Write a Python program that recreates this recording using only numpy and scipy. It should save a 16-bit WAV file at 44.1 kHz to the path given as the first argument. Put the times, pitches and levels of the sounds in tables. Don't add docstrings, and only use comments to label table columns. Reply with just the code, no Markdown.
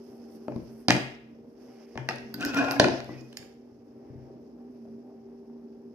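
import sys
import numpy as np
from scipy import signal
from scipy.fft import rfft, irfft, next_fast_len
from scipy.io import wavfile
from scipy.ndimage import uniform_filter1d

SR = 44100
rng = np.random.default_rng(int(sys.argv[2]) if len(sys.argv) > 2 else 0)


def undo_db(level):
    steps = np.asarray(level, float) / 20
    return 10 ** steps


def store_wav(level_fs):
    pcm = np.round(np.clip(np.atleast_2d(level_fs), -1, 1) * 32767)
    wavfile.write(sys.argv[1], SR, pcm.T.astype(np.int16))


N = 261954
CONTACT_S = 0.0013

# frequency [Hz], width [Hz], level [dB].
FRAME_MODES = [(1390, 110, 0), (1540, 130, -2), (1700, 150, -6), (2450, 130, -5), (2680, 220, -8)]


def rms_one(x):
    return x / np.sqrt(np.mean(x ** 2) + 1e-20)


def in_time(rows):
    s, *columns = np.transpose(rows)
    lasts = s[-1] > 5
    t = np.arange(N) / SR
    return [np.interp(t, s, c, left=-150, right=c[-1] if lasts else -150) for c in columns]


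def at_hz(points, hz):
    points_hz, values = np.transpose(points)
    return np.interp(np.log(hz), np.log(points_hz), values)


def drift(rate_hz):
    r = np.exp(-80 * np.pi * rate_hz / SR)
    white = rng.standard_normal(N // 40 + 2002)
    slow = signal.lfilter([1], [1, -2 * r, r * r], white)[2000:]
    return np.interp(np.arange(N) / 40, np.arange(len(slow)), rms_one(slow))


def ring(clicks, hz, t60_s):
    r = undo_db(-60 / (t60_s * SR))
    w = 2 * np.pi * hz / SR
    return signal.lfilter([0, np.sin(w)], [1, -2 * r * np.cos(w), r * r], clicks + 1e-18)


def resonance(x, hz, width_hz):
    r = np.exp(-np.pi * width_hz / SR)
    zeros = (1 - r * r) / 2 * np.array([1, 0, -1])
    return signal.lfilter(zeros, [1, -2 * r * np.cos(2 * np.pi * hz / SR), r * r], x)


def butter(x, order, hz, kind="low"):
    return signal.sosfilt(signal.butter(order, hz, kind, fs=SR, output="sos"), x)


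def clicks_at(times_s, sizes):
    out = np.zeros(N)
    np.add.at(out, (np.asarray(times_s) * SR).astype(int), sizes)
    return out


def grains(per_s, spread_db):
    sizes = undo_db(spread_db * np.minimum(rng.exponential(1, N), 5)) * rng.choice([-1, 1], N)
    return sizes * (rng.random(N) < per_s / SR)


def coloured(x, spectrum):
    size = next_fast_len(N)
    hz = np.arange(size // 2 + 1) * SR / size + 1
    inside = (hz > spectrum[0][0]) & (hz < spectrum[-1][0])
    gain = undo_db(at_hz(spectrum, hz)) * inside
    return rms_one(irfft(rfft(x, size) * gain, size)[..., :N])


def stereo_bands(size, likeness):
    edges_hz = 28 * 2 ** np.arange(0, 9.6, .5)
    white = rng.standard_normal((2, 2, size))
    for k, (low_hz, high_hz) in enumerate(zip(edges_hz, edges_hz[1:])):
        mid, side = butter(white[k % 2], 2, [low_hz, high_hz], "band")
        hz = np.sqrt(low_hz * high_hz)
        alike = np.clip(at_hz(likeness, hz), -1, 1)
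        yield hz, np.sqrt(1 + alike) * mid + np.sqrt(1 - alike) * side * [[1], [-1]]


def hum():
    # time [s], level [dB], balance toward the upper tone [dB].
    flow_rows = [(0, -49.5, -1.5), (.3, -49.5, -5), (.55, -48, -2.5), (1, -50, -8), (1.3, -53, -5),
                 (2, -54, -2), (2.25, -47, -5), (2.65, -61, 6.5), (3.1, -48.5, -8.5), (3.4, -53, -8.5),
                 (3.85, -55, -3.5), (4.2, -50, -5.5), (4.4, -53, -6), (4.85, -45.5, -9), (5.13, -50.5, -3),
                 (5.4, -48, -3.5), (5.94, -50.5, -2)]
    # frequency [Hz], waver [Hz].
    duct_tones = [(236.5, 5), (393, 0.23)]
    # frequency [Hz], width [Hz], level [dB].
    faint_tones = [(60.6, 2.3, -77.5), (126, 1.1, -68), (156, 2.1, -74), (291.5, 2.3, -65),
                   (465, 1.2, -64.5), (780, 2.6, -68.5)]
    out = np.zeros((2, N))
    flow_db, balance_db = in_time(flow_rows)
    for (hz, waver_hz), level_db, pan_db in zip(duct_tones, [flow_db, flow_db + balance_db], [-1.2, 1.2]):
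        phase = 2 * np.pi * np.cumsum(hz + waver_hz * drift(5.2)) / SR
        gain = undo_db(level_db + 2.5 + 2.7 * drift(36.0))
        out += gain * np.sin(phase) * undo_db([[pan_db], [-pan_db]])
    for hz, width_hz, level_db in faint_tones:
        out += undo_db(level_db) * rms_one(resonance(rng.standard_normal(N), hz, width_hz))
    return out


def duct():
    # frequency [Hz], density [dB per Hz].
    air_spectrum = [(25, -49.5), (50, -22), (100, -21), (180, -24.5), (300, -6.5), (450, -18),
                    (700, -22), (1000, -47.5),
                    (1500, -48), (3000, -68.5), (4200, -76), (5200, -66), (6300, -74.5), (8000, -79.5),
                       (15500, -60)]
    # frequency [Hz], left-right likeness [-1 to 1].
    air_likeness = [(60, 0.97), (130, 0.72), (290, 0.91), (640, 0.71), (1410, -1.7), (3100, 0.14),
                    (6820, -0.34), (15000, 0.96)]
    spectrum = air_spectrum
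    together = drift(0.99)
    air = 0
    for hz, band in stereo_bands(N, air_likeness):
        flicker_db = (3.0 * together + 0.84 * drift(8.)) / (1 + hz / 3800.0)
        air = air + undo_db(at_hz(spectrum, hz) + flicker_db) * band
    return undo_db(-55) * rms_one(air)


def strokes():
    # start [s], length [s], level [dB], fineness [dB].
    stroke_rows = [(0, 0.86, -72.5, -3.5), (0.074, 0.092, -72.5, -6), (0.335, 0.028, -72.5, 6.5),
                   (0.54, 0.16, -71.5, -10), (0.725, 0.091, -75.5, 6.5), (0.984, 0.17, -66, -28),
                   (1.517, 0.083, -82.5, -3.5), (1.618, 0.23, -69, -8.5), (1.89, 0.44, -68.5, -11),
                   (2.46, 0.038, -45, -29), (2.569, 0.19, -50.5, -11.5), (2.811, 0.17, -52, -19),
                   (2.969, 0.24, -63, -12.5), (3.192, 0.18, -69.5, -9), (3.387, 0.074, -67.5, -5),
                   (3.479, 0.042, -72, -19), (3.525, 0.058, -76, -11), (4.061, 0.31, -81.5, -18),
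                   (4.745, .2, -82, -5.5)]
    rise_s, fall_s = 0.033, 0.016
    rub_db, rub_follows = -54, 0.69
    resting = (-1, 9, -80.5, -7)
    t = np.arange(N) / SR
    power = 0
    for s, length_s, db, fine_db in [resting, *stroke_rows]:
        away = np.maximum((s - t) / rise_s, (t - s - length_s) / fall_s).clip(0)
        zones_db = [[rub_db + rub_follows * (db + 68.5)], [db], [db + fine_db]]
        power = power + np.exp(-2 * away) * undo_db(zones_db) ** 2
    return np.sqrt(power)


def dabs():
    # time [s], level [dB], length [s], centre [Hz].
    dab_rows = [(3.152, -60.5, 0.0602, 1900), (0.75, -73.5, 0.038, 900), (2.4, -52.5, 0.068, 620),
                (5.1, -76.5, 0.029, 730), (4.6, -68, 0.034, 700), (5.1, -57, 0.054, 530),
                (3.4, -75, 0.069, 690), (4.3, -51, 0.027, 390), (4.878, -54, 0.029, 434),
                (6.3, -61, 0.006, 800), (5.5, -66, 0.0042, 810), (1.83, -71.5, 0.17, 1870),
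                (4.143, -78, 0.2, 1600), (6.4, -78, 0.056, 1830), (2.9, -52.5, 0.0036, 570),
                (5.55, -70.5, .3, 670)]
    t = np.arange(N) / SR
    out = np.zeros(N)
    fibres = grains(per_s=12000.0, spread_db=4.0)
    for s, level_db, length_s, hz in dab_rows:
        sound = fibres
        for _ in range(4):
            sound = resonance(sound, hz, hz)
        out += undo_db(level_db) * np.exp(-((t - s) / length_s) ** 2) * rms_one(sound)
    return out


def rustle():
    # frequency [Hz], density [dB per Hz].
    rub_spectrum = [(300, 11.5), (600, 4.5), (1000, -7.5), (1600, -12), (2600, -21), (3600, -39)]
    # frequency [Hz], density [dB per Hz].
    swish_spectrum = [(2500, -1.5), (4000, -7), (5200, 7), (6500, -2.5), (8000, -26)]
    # frequency [Hz], density [dB per Hz].
    hiss_spectrum = [(7000, -21.5), (8500, -5.5), (10500, -4), (12300, 2.5), (14000, -23), (15500, -8)]
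    fibres = np.array([grains(per_s=36000.0, spread_db=4.5) for _ in "LR"])
    shared = grains(per_s=4800.0, spread_db=-0.5)
    rub_gain, swish_gain, hiss_gain = strokes()
    rub_flutter_db, swish_flutter_db, hiss_flutter_db = [1.3 * drift(15.) for _ in range(3)]
    rub = coloured(shared + 0.12 * fibres, rub_spectrum) * rub_gain * undo_db(-2.5 + rub_flutter_db)
    swish = coloured(fibres, swish_spectrum) * swish_gain * undo_db(-4.0 + swish_flutter_db)
    hiss = coloured(fibres, hiss_spectrum) * hiss_gain * undo_db(-3.5 + hiss_flutter_db)
    return rub + swish + hiss + dabs()


def knock_levels():
    case_rows = [(0.481, -44, 20.5, -12.5), (0.5197, -50.5, 15.5, -16), (0.561, -51.5, 24.5, -0.5),
                 (0.8833, -15.5, 4.5, 1.5), (0.898, -32, 3, -13), (0.9049, -7.5, -12.5, -8),
                 (.922, -23.5, -10, -16), (0.949, -25.5, 4.5, -23), (.965, -30, 2, -3),
                 (1.955, -47.5, 19.5, -8.5), (1.9751, -29, -2, -12.5), (2.088, -21, -4, -8),
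                 (2.109, -35, -4, -10), (2.159, -41.5, -3, -3.5), (2.184, -48.5, 7, 2)]
    mirror_rows = [
        (2.567, -28, -1.5, -15),
        (2.589, -29, -11.5, -13),
        (2.628, -33, -3.5, -17.5),
        (2.642, -32, 0.5, -9.5),
        (2.686, -29, -10.5, -16.5),
        (2.7979, -10, -3, -2),
        (2.842, -17.5, -3, -9.5),
        (2.884, -30, 1, -3),
        (3.003, -40.5, -5, 0.5),
        (3.091, -60.5, 35, -16),
    ]
    hinge_rows = [(2.342, -42, 14.5, 5.5), (2.408, -44, 14.5, 7), (2.42, -41, 13, -9), (2.434, -38, 8, -23),
                  (2.449, -30, -24, 2), (2.545, -32, 10, 1), (2.71, -28, 1, -0.5), (3.044, -49.5, 8, 0),
                  (3.328, -50.5, -2, 1.5), (3.3707, -40, -18, 8.5), (3.427, -47, -22, -25)]
    # hollow body over case [dB], crack over edge click [dB].
    builds = [(3, -22.5), (8.5, -22), (-3.5, -11)]
    rows = []
    for table_rows, (hollow_db, crack_db) in zip((case_rows, mirror_rows, hinge_rows), builds):
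        for s, db, weight_db, hard_db in table_rows:
            body_db = db + hollow_db + 0.59 * weight_db
            rows.append((s, db, db + weight_db, body_db, db + hard_db, db + hard_db + crack_db))
    return np.array(sorted(rows))


def boom(times_s, levels_db):
    hz = 130
    return resonance(ring(clicks_at(times_s, undo_db(levels_db)), hz, t60_s=.5), hz, width_hz=13)


def knocks():
    # lowest mode [Hz], highest mode [Hz], t60 [s].
    part_modes = [
        (1000, 3600, .013),
        (165, 440, .026),
        (420, 1350, .016),
        (2800, 7600, .007),
        (6500, 14000, .006),
    ]
    rows = knock_levels()
    out = np.zeros(N)
    t = np.arange(SR // 20) / SR
    luck = rng.random((len(rows), 4, len(part_modes), 8))
    for (s, *levels_db), (pitch, sign, size, wait) in zip(rows, luck):
        sound = 0
        for k, (low_hz, high_hz, t60_s) in enumerate(part_modes):
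            step = (np.arange(8) + pitch[k]) / 8
            hz = low_hz * (high_hz / low_hz) ** step
            sizes = np.sin(np.pi * step) * undo_db(5 * size[k]) * np.sign(sign[k] - .4)
            since = np.maximum(t - CONTACT_S * wait[k][:, None] ** 2, 0)
            build = 1 - np.exp(-since * low_hz * 1.5)
            tones = undo_db(-60 * since / t60_s) * build * np.sin(2 * np.pi * hz[:, None] * since)
            sound = sound + undo_db(levels_db[k] - 2.5) * (sizes @ tones)
        start = int(s * SR)
        out[start:start + len(t)] += sound
    s, case_db, table_db, edge_db = rows[:, [0, 1, 2, 4]].T
    out += ring(clicks_at(s + 0.00063, undo_db(case_db - 4.0)), 1670, t60_s=0.017)
    out += ring(clicks_at(s + 0.00042, undo_db(edge_db - 2.0)), 4900, t60_s=0.009)
    return out + boom(s, table_db - 17.0)


def snaps():
    rows = knock_levels()
    level_db = (rows[:, 1] + rows[:, 4]) / 2 - 4.5 + 10.5
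    impact = clicks_at(rows[:, 0] + 0.00034, undo_db(level_db))
    return butter(impact, 2, [900, 6700], "band")


def notes():
    # time [s], peak [dB], frequency [Hz], t60 [s].
    note_rows = [(0.4829, -24.5, 592, 0.029), (.5203, -37, 780, .015), (0.482, -36.5, 1300, 0.026),
                 (.5605, -43, 590, 0.019), (0.5614, -25, 240, 0.056), (0.561, -57, 11000, 0.0038),
                 (0.8924, -21.5, 2390, 0.018), (0.899, -19.5, 597, 0.021), (0.899, -17.5, 1700, 0.013),
                 (0.9056, -12, 1800, 0.017), (.9052, -15.5, 762, 0.035), (.9052, -15, 6040, 0.0084),
                 (0.9075, -33, 11800, .005), (0.914, -17.5, 2440, 0.031), (0.9146, -26, 3060, .02),
                 (0.964, -32.5, 5070, 0.0065), (1.9565, -46, 380, 0.042), (1.974, -40.5, 476, 0.041),
                 (1.982, -35, 903, 0.054), (2.088, -24, 1905, 0.051), (2.088, -30, 870, 0.043),
                 (2.0879, -30.5, 1224, 0.07), (2.094, -29, 2530, 0.028), (2.097, -34, 5260, 0.019),
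                 (2.106, -28, 758, 0.051), (2.158, -47, 10600, 0.0053), (2.159, -54, 4500, 0.011),
                 (2.3408, -38, 1500, 0.072), (2.3415, -36.5, 4700, 0.039), (2.7967, -12.5, 410, 0.043),
                 (2.798, -9, 1584, 0.026), (2.799, -18, 2970, 0.02), (2.803, -20.5, 902, .05),
                 (2.843, -18.5, 2515, 0.022), (2.845, -17, 1458, 0.037), (2.866, -29, 1490, 0.035),
                 (3.327, -48, 3000, 0.024), (3.371, -40.5, 5400, 0.034), (3.3697, -37.5, 6990, 0.018),
                 (3.3712, -54, 9800, 0.031), (3.3716, -50, 11970, 0.051), (3.371, -46.5, 2475, 0.051),
                 (3.426, -48, 2300, 0.015), (4.366, -54.5, 700, 0.028), (4.853, -45, 646, 0.021),
                 (2.7968, -13.5, 3440, 0.0088), (2.803, -17.5, 4770, 0.018), (2.797, -20, 211, 0.07),
                 (.9055, -21, 4100, .008), (0.894, -30, 5570, .012), (2.0995, -34, 560, 0.04),
                 (2.111, -30.5, 1325, 0.031),
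                 (0.893, -25, 4000, 0.0066), (.948, -51, 12160, 0.01), (.9235, -40, 11800, 0.0067),
                 (.9235, -37.5, 8500, 0.0054), (.966, -47, 9400, 0.0055), (2.41, -42, 6300, .008),
                 (2.421, -48, 8500, .006), (2.46, -36, 7100, .01), (2.571, -35, 5700, 0.046),
                 (2.576, -42, 10600, 0.0061), (2.589, -49, 8500, .006), (2.648, -43, 7466, 0.0052),
                 (2.647, -35, 4020, 0.0069), (2.72, -42, 5500, .01), (2.72, -33, 11500, .008),
                 (3.043, -54, 11500, 0.0046), (3.13, -58, 4700, 0.046), (3.21, -63, 4780, 0.033),
                 (3.21, -57, 6800, .02), (2.685, -23, 1000, .015), (3.095, -35, 280, 0.032),
                 (.9065, -20, 1616, 0.023), (.907, -36, 12590, .012), (2.0885, -46, 11600, .02),
                 (2.0885, -46.5, 9000, 0.015), (3.372, -47, 4300, .02)]
    return sum(ring(clicks_at([s], [undo_db(db)]), hz, t60_s) for s, db, hz, t60_s in note_rows)


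def bumps():
    # time [s], peak [dB], frequency [Hz].
    bump_rows = [(0.561, -22, 184), (0.887, -30, 83.4), (0.903, -49, 167.7), (1.957, -28, 126),
                 (0.616, -40, 62), (2.236, -46.5, 95), (2.454, -34, 62), (2.64, -33, 87),
                 (2.901, -32, 90.6), (2.437, -51, 199), (2.796, -52, 196.7), (3.091, -41, 131.8),
                 (3.16, -36, 138.6), (3.393, -38, 150.2), (3.719, -49.5, 108.5), (4.101, -32.5, 119.8),
                 (4.155, -32, 100.3), (4.271, -51.5, 88), (4.758, -59.5, 199.5), (4.878, -42.5, 156)]
    out = np.zeros(N)
    for s, peak_db, hz in bump_rows:
        out += ring(clicks_at([s], [undo_db(peak_db - 3.0)]), hz, 5.3 / hz)
    s, peak_db, hz = np.transpose(bump_rows)
    out += boom(s, peak_db - 16.5 - 0.027 * (hz - 130))
    softened = signal.lfilter([.05], [1, -.95], out)
    return signal.lfilter([.07], [1, -.93], softened)


def pings():
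    # time [s], peak [dB].
    ping_rows = [
        (2.3404, -31.5),
        (2.41, -47.5),
        (2.45, -28.5),
        (2.547, -40),
        (2.575, -44),
        (2.712, -30),
        (2.799, -45),
        (3.3714, -46.5),
    ]
    s, peak_db = np.transpose(ping_rows)
    return ring(clicks_at(s, undo_db(peak_db - 5.5)), 13280, t60_s=.04)


def drag():
    # time [s], pressure [dB], speed [dB].
    drag_rows = [
        (2.38, -50.5, 2.5),
        (2.426, -44.5, 7.5),
        (2.452, -44, 4),
        (2.475, -46, 4.5),
        (2.55, -43.5, 4.5),
        (2.578, -28.5, 5),
        (2.63, -31.5, 0.5),
        (2.74, -35.5, 1.5),
        (2.79, -49.5, -4.5),
    ]
    # frequency [Hz], width [Hz], level [dB].
    board_modes = [(247, 8.3, 9.5), (120, 3, -0.5), (340, 30, -30)]
    # frequency [Hz], width [Hz], level [dB].
    handle_modes = [(481, 31.3, -12), (700, 150, 0), (805, 67, -20), (1034, 26, -3)]
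    # level over pressure [dB], share of the speed.
    shaken = [(-4, -0.86), (4, 0), (-5.5, 2.5), (-19, 3.5)]
    grit_spectrum = [(900, 1), (2000, 3.5), (3000, 6.0), (5000, -1.5), (6500, -6.5), (8000, -16.5),
                     (10000, -21), (12500, -19), (14000, -41)]
    slips = grains(per_s=2600., spread_db=4.) * undo_db(3.5 * drift(70.))
    sounds = []
    for modes in (board_modes, handle_modes, FRAME_MODES):
        body = 0
        for k, (hz, width_hz, db) in enumerate(modes):
            mode = resonance(resonance(slips, hz, 2 * width_hz), hz, 2 * width_hz)
            body = body + (-1) ** k * undo_db(db) * mode / np.sqrt(width_hz)
        sounds.append(body)
    sounds.append(coloured(slips, grit_spectrum))
    pressure_db, speed_db = in_time(drag_rows)
    speed_db = np.clip(speed_db, -20, 20)
    out = 0
    for (db, share), sound in zip(shaken, sounds):
        gain = undo_db(pressure_db + db - 5.5 + share * speed_db)
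        out = out + uniform_filter1d(gain, size=400) * rms_one(sound)
    return out


def rocks():
    # time [s], level [dB], length [s].
    rock_rows = [
        (2.391, -33.5, 0.0062),
        (2.449, -27.5, 0.0094),
        (2.48, -36.5, 0.0067),
        (2.528, -36.5, 0.0087),
        (2.582, -21.5, 0.016),
        (2.63, -34, 0.026),
        (2.769, -29, 0.016),
        (2.846, -20, 0.0045),
        (2.87, -51, 0.0056),
    ]
    # time [s], level [dB], length [s], frequency [Hz].
    catch_rows = [(2.405, -39.5, 0.0073, 1547), (2.423, -38.5, .008, 2487), (2.426, -32.5, 0.0064, 1398),
                  (2.439, -28, 0.0079, 1511), (2.457, -35, 0.0059, 1453), (2.499, -35, .005, 1446),
                  (2.515, -42.5, .01, 2575), (2.558, -28, 0.01, 1407), (2.57, -28, 0.0041, 2466),
                  (2.576, -27.5, 0.0062, 1384), (2.591, -22, 0.0053, 1516), (2.592, -28.5, 0.0079, 1044),
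                  (2.594, -30, .008, 2489), (2.608, -24, .012, 697.4), (2.609, -30.5, 0.0055, 2484),
                  (2.611, -31, .01, 1646), (2.656, -32.5, 0.0097, 1390), (2.686, -26, 0.0058, 714),
                  (2.692, -31, 0.027, 1438), (2.692, -34, 0.0119, 2400), (2.716, -32, 0.0074, 1549),
                  (2.854, -17.5, 0.0037, 330), (2.823, -36, 0.015, 870), (2.7981, -9, 0.00077, 390),
                  (3.108, -51, .014, 1980), (3.15, -55, .01, 1900), (3.185, -53.5, 0.014, 2500),
                  (2.61, -37.5, 0.0147, 1100), (2.575, -37.5, 0.0089, 460), (3.2, -48.5, 0.017, 326),
                  (3.13, -51, 0.011, 494), (2.935, -52, 0.01, 501), (2.767, -38.5, 0.0049, 2190),
                  (2.768, -34.5, 0.0054, 1670), (2.745, -35.5, 0.012, 745.6)]
    out = np.zeros(N)
    t = np.arange(-SR // 10, SR // 10) / SR
    for s, db, length_s, hz in [(*row, 269) for row in rock_rows] + catch_rows:
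        start = int(s * SR) - SR // 10
        out[start:start + len(t)] += undo_db(db) * np.exp(-(t / length_s) ** 2) * np.sin(2 * np.pi * hz * t)
    return out


def skips():
    # time [s], peak [dB], brightness [dB].
    skip_rows = [(2.401, -36.5, -8.5), (2.411, -34, -4), (2.4146, -31, -7), (2.435, -27, -14),
                 (2.463, -33, -2.5), (2.486, -36, -7.5), (2.499, -32, -8), (2.512, -36.5, -8),
                 (2.544, -29, -3.5), (2.566, -25, -8), (2.572, -28, -4.5), (2.589, -23.5, -9),
                 (2.598, -28, -9), (2.606, -28, -6.5), (2.628, -31.5, -5.5), (2.648, -29.5, -4.5),
                 (2.673, -33.5, -8.5), (2.6858, -28.5, -11.5), (2.69, -27.5, -11), (2.7087, -26, -3),
                 (2.719, -32, -3), (2.731, -35.5, -4), (2.7635, -34, -8), (2.84, -22, -9.5),
                 (2.856, -26.5, -6.5)]
    s, db, bright_db = np.transpose(skip_rows)
    strikes = clicks_at(s, undo_db(db))
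    body = 0
    for k, (hz, width_hz, level_db) in enumerate(FRAME_MODES):
        damped = resonance(strikes, hz, 2.1 * width_hz)
        body = body + (-1) ** k * undo_db(level_db + 23.5) * damped
    speck = 2.5 * resonance(clicks_at(s, undo_db(db + bright_db)), 5600., 3500.)
    return butter(body + speck, 4, 7000.)


def evened(band, hz):
    mean = np.mean(band ** 2)
    local = uniform_filter1d(band ** 2, size=int(5 * SR / hz) + 1)
    return band / (local + .1 * mean) ** .4 * mean ** .4


def room(x):
    # frequency [Hz], t60 [s].
    tail_t60 = [(60, 0.97), (130, 0.4), (300, 0.37), (1000, 0.51), (3000, 0.57), (4500, 0.38), (6500, 0.38),
                (9000, 0.42), (14000, 0.5)]
    # frequency [Hz], level [dB].
    tail_tone = [(60, -5), (130, 4), (300, 11), (600, 5), (1100, -2), (1800, -0.5), (2800, 0), (6000, -4),
                 (10000, -1), (17000, -18.5)]
    # frequency [Hz], left-right likeness of the echoes [-1 to 1].
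    tail_likeness = [(60, .93), (130, .9), (300, 0.73), (650, 0.64), (1400, -.1), (3000, 0), (15000, 0)]
    first_wall_s, early_share = 0.0075, 0.1
    t = np.arange(SR) / SR
    echoes = 0
    for hz, band in stereo_bands(SR, tail_likeness):
        level_db = at_hz(tail_tone, hz) - 60 * t / at_hz(tail_t60, hz)
        echoes = echoes + undo_db(level_db) * evened(band, hz)
    clumps = undo_db(1.5 * drift(250.)[:SR] * np.exp(-t / .03))
    onset = np.clip((t - first_wall_s) / 0.00045, early_share * (t > CONTACT_S), 1)
    echoes = echoes * clumps * onset
    echoes = echoes / np.sqrt(np.sum(echoes ** 2) / 2)
    return undo_db(-7) * signal.fftconvolve(x[None], echoes, axes=1)[:, :N]


def late(x, samples):
    return np.interp(np.arange(N) - samples, np.arange(N), x)


def scene():
    # time [s], level [dB].
    boom_rows = [
        (.565, -44.5),
        (0.908, -34),
        (1.961, -33.5),
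        (2.09, -43),
        (2.17, -44),
        (2.8, -31),
        (2.958, -42),
        (3.101, -45),
    ]
    stand_echoes = [(39, -0.13), (64, -0.13)]
    pin, struck, snap = pings(), notes(), snaps()
    table = knocks() + struck + pin + bumps() + drag() + rocks() + skips()
    table = butter(table + boom(*np.transpose(boom_rows)) + 0.13 * snap, 6, 14200)
    shaking = butter(table, 2, 350.)
    left = late(table, 2.5) * undo_db(1.5) + .45 * shaking
    right = table * undo_db(-1.5) - .1 * shaking
    treble = signal.filtfilt(*signal.butter(4, 7000, "high", fs=SR), table)
    left += (late(treble, 1) - late(treble, 2.5)) * undo_db(1.5)
    direct = np.array([left, right])
    direct = direct + [gain * late(table, samples) for samples, gain in stand_echoes]
    into_room = table + .3 * pin - .4 * struck + snap
    echoes = room(into_room) * undo_db([[1.2], [-1.2]])
    air = hum() + duct()
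    return direct + echoes + rustle() + [late(air[0], 7.0), air[1]]


def port(x, shape):
    for hz, width_hz, db in shape:
        x = x + (undo_db(db) - 1) * resonance(x, hz, width_hz)
    return x


def low_pass(x):
    return signal.sosfilt(signal.butter(12, 15720, fs=SR, output="sos"), x)


def record(dry):
    # frequency [Hz], width [Hz], gain [dB].
    left_port = [(700, 2900, 0), (4900, 1900, -12), (12500, 13000, 3)]
    # frequency [Hz], width [Hz], gain [dB].
    right_port = [(700, 1500, -3.5), (4700, 3100, 9), (10000, 4500, 0)]
    x = np.array([port(dry[0], left_port), port(dry[1], right_port)])
    x = butter(x, 2, 66., "high")
    x = 1.3 * np.tanh(x / 1.3)
    x = signal.sosfilt(signal.cheby2(10, 60, 16300, fs=SR, output="sos"), x)
    return low_pass(x)


dry = scene()
out = record(dry)
store_wav(out)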